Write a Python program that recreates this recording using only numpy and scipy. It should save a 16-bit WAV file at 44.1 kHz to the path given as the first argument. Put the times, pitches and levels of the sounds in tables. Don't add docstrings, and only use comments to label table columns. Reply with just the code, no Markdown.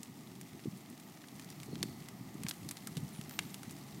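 import sys
import numpy as np
from scipy import signal
from scipy.fft import rfft, irfft, next_fast_len
from scipy.io import wavfile
from scipy.ndimage import uniform_filter1d, map_coordinates

SR = 44100
rng = np.random.default_rng(int(sys.argv[2]) if len(sys.argv) > 2 else 0)


def output_pcm(signal):
    pcm = np.clip(np.atleast_2d(signal).T, -1, 1) * 32767
    wavfile.write(sys.argv[1], SR, np.round(pcm).astype(np.int16))


N = 176400


def amp(db):
    return 10 ** (np.asarray(db) / 20)


def unit_rms(x):
    return x / np.sqrt(np.mean(x ** 2) + 1e-20)


def along(points, hz):
    f, value = np.transpose(points)
    return np.interp(np.log(hz + 1), np.log(f + 1), value)


def curve(rows):
    return np.interp(np.arange(N) / SR, *np.transpose(rows))


def wobble(rate_hz):
    knots = rng.standard_normal(int(N * rate_hz / SR) + 4)
    return map_coordinates(knots, [np.arange(N) * rate_hz / SR])


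def filtered(x, response):
    size = next_fast_len(N + SR // 2)
    return irfft(rfft(x, size) * response(np.fft.rfftfreq(size, 1 / SR)), size)[:N]


def noise(spectrum):
    return unit_rms(filtered(rng.standard_normal(N), lambda hz: amp(along(spectrum, hz))))


def spiky(size, spread_db):
    grain, spikes = rng.standard_normal((2, size))
    return unit_rms(np.sign(grain) * amp(spread_db * spikes))


def whitened(burst, bins=70):
    spectrum = rfft(burst)
    power = uniform_filter1d(np.abs(spectrum) ** 2, bins)
    power = uniform_filter1d(power, bins // 2)
    return irfft(spectrum / np.sqrt(np.abs(power)))


def add(track, start_s, sound):
    start = max(0, round(start_s * SR))
    part = track[start:start + len(sound)]
    part += sound[:len(part)]


# t/s, level/dB
RUMBLE_LEVEL = [(0, -53.5), (.55, -53.5), (.85, -54.5), (1.3, -54.5), (1.6, -50.5), (1.83, -47.5),
                (2.08, -51), (2.45, -50), (2.53, -54.5), (2.63, -48), (2.78, -53), (3, -47.5), (3.12, -52),
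                (3.47, -49.5), (3.6, -52.5), (3.7, -50), (3.85, -51.5), (4, -48.5)]
# f/Hz, relative level/dB
RUMBLE_SPECTRUM = [(20, -26), (40, -32), (62, -19), (95, -8), (130, 2), (190, 1.5), (270, -1), (380, -9),
                   (500, -25), (900, -35), (3000, -90)]


def flame_rumble(flutter_db=2, deep_hz=131, deep_db_per_db=1.45):
    level_db = curve(RUMBLE_LEVEL)
    gas = noise(RUMBLE_SPECTRUM)
    deep = filtered(gas, lambda hz: 1 / (1 + (hz / deep_hz) ** 6))
    deep_gain = amp(deep_db_per_db * (level_db - level_db.mean()))
    return amp(level_db + flutter_db * wobble(22)) * (gas + deep * (deep_gain - 1))


# t/s, level/dB
RUSH_LEVEL = [(0, -66), (1.2, -65), (1.8, -63), (4, -63)]
# f/Hz, relative level/dB
RUSH_SPECTRUM = [(100, -36), (400, -2), (540, -7), (680, 0), (830, 0), (1020, -6.5), (1220, -3),
                 (1550, -17), (2000, -4.5), (4500, -60)]


def gas_rush(gain_db=2):
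    return amp(curve(RUSH_LEVEL) + gain_db) * noise(RUSH_SPECTRUM)


# t/s, level/dB
WOOD_LEVEL = [(0, -63.5), (1.25, -63.5), (1.5, -62), (2.3, -63), (3.5, -60.5), (4, -61.5)]
# f/Hz, relative level/dB
HISS_SPECTRUM = [(300, -49), (1200, -6), (1600, -4), (2000, 3.5), (3000, 2), (5500, 2), (8500, -1),
                 (10500, -3), (13500, 0), (16000, -4)]


def hot_wood(hiss_gain_db=1, waver_db=.5, crackle_gain_db=-2):
    hiss = amp(hiss_gain_db + waver_db * wobble(28.03)) * noise(HISS_SPECTRUM)
    return amp(curve(WOOD_LEVEL)) * (hiss + amp(crackle_gain_db) * bark_crackle())


def bark_crackle(per_s=150, spread_db=4, decay_s=.0029, low_hz=1830, high_hz=11100, size=512):
    out, t = np.zeros(N), np.arange(size) / SR
    for draws in rng.random((int(per_s * N / SR), size + 3)):
        when, rank, pitch = draws[:3]
        burst = (2 * draws[3:] - 1) * np.exp(-t / decay_s)
        twig_hz = low_hz * (high_hz / low_hz) ** pitch
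        snap = twig_resonance(burst, twig_hz, treble_db=-2.5)
        level_db = -spread_db * np.log(rank + .053)
        add(out, when * N / SR, amp(level_db) * unit_rms(snap))
    return unit_rms(out)


# f/Hz, relative level/dB
BURST_SPECTRUM = [(150, 16), (500, 3.5), (800, 6), (1500, 3.5), (3500, 0.5), (9000, -2.5), (13000, -8.5),
                  (16000, -17.5)]


def twig_resonance(burst, twig_hz, treble_db, peak_db=4.5, width_octaves=.4, fall_db_per_octave=5):
    n = len(burst)
    hz = np.fft.rfftfreq(n, 1 / SR)
    octaves = np.log2((hz + 1) / twig_hz)
    resonance_db = peak_db * np.exp(-(octaves / width_octaves) ** 2)
    fall_db = fall_db_per_octave * np.minimum(octaves, 0)
    shelf_db = along([(3000, 0), (10000, treble_db)], hz)
    gain = amp(along(BURST_SPECTRUM, hz) + resonance_db + fall_db + shelf_db)
    cepstrum = irfft(np.log(gain))
    cepstrum[1:n // 2] *= 2
    cepstrum[n // 2 + 1:] = 0
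    return irfft(rfft(burst) * np.exp(rfft(cepstrum)))


# t/s, level/dB, resonance f/Hz, treble/dB
TWIG_BURSTS = [(0.0313, -43.5, 7450, 0), (0.4124, -46.5, 2100, 9.5), (0.594, -54, 2200, -12),
               (0.9002, -54, 1400, 18), (1.239, -53.5, 1680, -25), (1.2853, -54, 3500, 1),
               (1.361, -56.5, 11000, 4.0), (1.3961, -47, 2100, 3), (1.424, -63, 5500, 5),
               (1.4455, -53, 4440, 5), (1.502, -48, 5200, 8), (1.601, -50, 3520, 0), (1.632, -47, 2200, 4),
               (1.7556, -46.5, 3820, -10), (1.829, -29.5, 4400, -3), (2.0859, -46.5, 1780, 3.5),
               (2.4345, -41.5, 10400, -6.5), (2.4657, -40.5, 2120, -10), (2.4854, -35, 5200, 5),
               (2.492, -38.5, 3970, 7), (2.4964, -42, 12000, 13), (2.5108, -36.5, 4100, -8),
               (2.6892, -39.5, 4500, 5.5), (2.711, -38, 2250, 11.5), (2.77, -45.5, 4200, -1),
               (2.8721, -39, 1510, 9), (2.9695, -41.5, 3420, 0), (2.976, -47, 3400, 4),
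               (3.2128, -46, 2700, 2.5), (3.295, -47, 13000, -2), (3.31, -47.5, 1400, -3),
               (3.3906, -28.5, 2500, -5), (3.5434, -41.5, 3100, 5.5), (3.632, -46, 1400, 6),
               (3.7096, -47.5, 1850, 14)]


def twig_pops(gain_db=-12.5, snap_s=.0005, ground_gain=.5, size=3072):
    crack_db, crack_t60_s = -8, .03
    splinter_db, splinter_t60_s = -11, .025
    out, t = np.zeros(N), np.arange(size) / SR
    lead = size // 24
    splinters = amp(splinter_db - 60 * t / splinter_t60_s)
    for start_s, level_db, twig_hz, treble_db in TWIG_BURSTS:
        ground_delay_s = rng.uniform(.001, .002)
        snap = np.exp(-(t / snap_s) ** 2)
        reflection = ground_gain * np.exp(-((t - ground_delay_s) / snap_s) ** 2)
        stretch = 2 ** (treble_db / 20)
        crack = amp(crack_db - 60 * t / (crack_t60_s * stretch))
        burst = (snap + reflection + crack) * spiky(size, spread_db=2.5)
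        burst += splinters * spiky(size, spread_db=9.5)
        burst = whitened(np.pad(burst, (lead, 0)))
        pop = twig_resonance(burst, twig_hz, treble_db)
        add(out, start_s - lead / SR, amp(level_db + gain_db) * unit_rms(pop))
    return out


def tree_echo(x, gain_db=-11.5, t60_s=1):
    t = np.arange(SR) / SR
    tail = rng.standard_normal(SR) * amp(-60 * t / t60_s)
    echo = signal.fftconvolve(x, tail / np.linalg.norm(tail))[:N]
    tilt = [(5000, -7.5), (14000, 1.5)]  # f/Hz, level/dB
    return amp(gain_db) * filtered(echo, lambda hz: amp(along(tilt, hz)))


# centre t/s, level/dB, f/Hz
GAS_POCKETS = [(0.659, -27.5, 300), (0.674, -30, 230), (0.684, -28, 170), (0.736, -37.5, 201),
               (1.688, -37, 316), (1.731, -34.5, 353), (1.737, -36, 202), (1.77, -36.5, 262),
               (1.82, -32, 191), (1.838, -32.5, 323), (1.858, -33.5, 210), (2.213, -33.5, 206),
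               (2.355, -33.5, 246), (2.416, -34, 196), (2.451, -29, 174), (2.971, -30.5, 157),
               (2.973, -37, 368), (2.981, -30, 153), (3.033, -30, 157), (3.048, -34, 146),
               (3.194, -30, 173), (3.681, -32, 189), (3.711, -34.5, 184)]


def flame_flaps(gain_db=-1, half_width_cycles=.64, low_cut_hz=82.6, size=2048):
    out, t = np.zeros(N), (np.arange(size) - size // 2) / SR
    for centre_s, level_db, hz in GAS_POCKETS:
        envelope = np.exp(-(t * hz / half_width_cycles) ** 2)
        push = envelope * np.cos(2 * np.pi * (hz * t + rng.random()))
        add(out, centre_s + t[0], amp(level_db + gain_db) * push)
    return filtered(out, lambda hz: 1 - np.exp(-(hz / low_cut_hz) ** 2))


# t/s, length/s, start f/Hz, target f/Hz, level/dB, waver/fraction of f
STEAM_JETS = [(1.005, 0.087, 14350, 14300, -68, .014), (1.522, 0.47, 4380, 4250, -68.5, .04),
              (1.63, 0.1, 10680, 10600, -70, .012), (1.84, 0.102, 4460, 4580, -66, .004),
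              (3.114, 0.095, 9550, 9800, -60, .013), (3.283, .11, 15300, 13550, -60, .01),
              (3.4, 0.22, 12900, 12830, -65.5, 0.0052)]


def steam_whistles(time_constants=2.8, sputter_db=4.5):
    out = np.zeros(N)
    for start_s, length_s, start_hz, target_hz, level_db, waver in STEAM_JETS:
        n = int(length_s * SR)
        progress = np.linspace(0, 1, n)
        glide_hz = target_hz + (start_hz - target_hz) * np.exp(-time_constants * progress)
        hz = glide_hz * (1 + waver * wobble(1200)[:n])
        arch = np.abs(np.sin(np.pi * progress)) ** .5
        envelope = arch * amp(level_db + sputter_db * wobble(91)[:n])
        add(out, start_s, envelope * np.sin(2 * np.pi * np.cumsum(hz) / SR))
    return out


def scene():
    pops = twig_pops()
    echo = tree_echo(pops)
    flame = flame_rumble() + gas_rush() + flame_flaps()
    return (pops + echo + flame + steam_whistles() + hot_wood())[None]


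def record(dry):
    return filtered(dry[0], lambda hz: hz < 15850)[None]


dry = scene()
out = record(dry)
output_pcm(out)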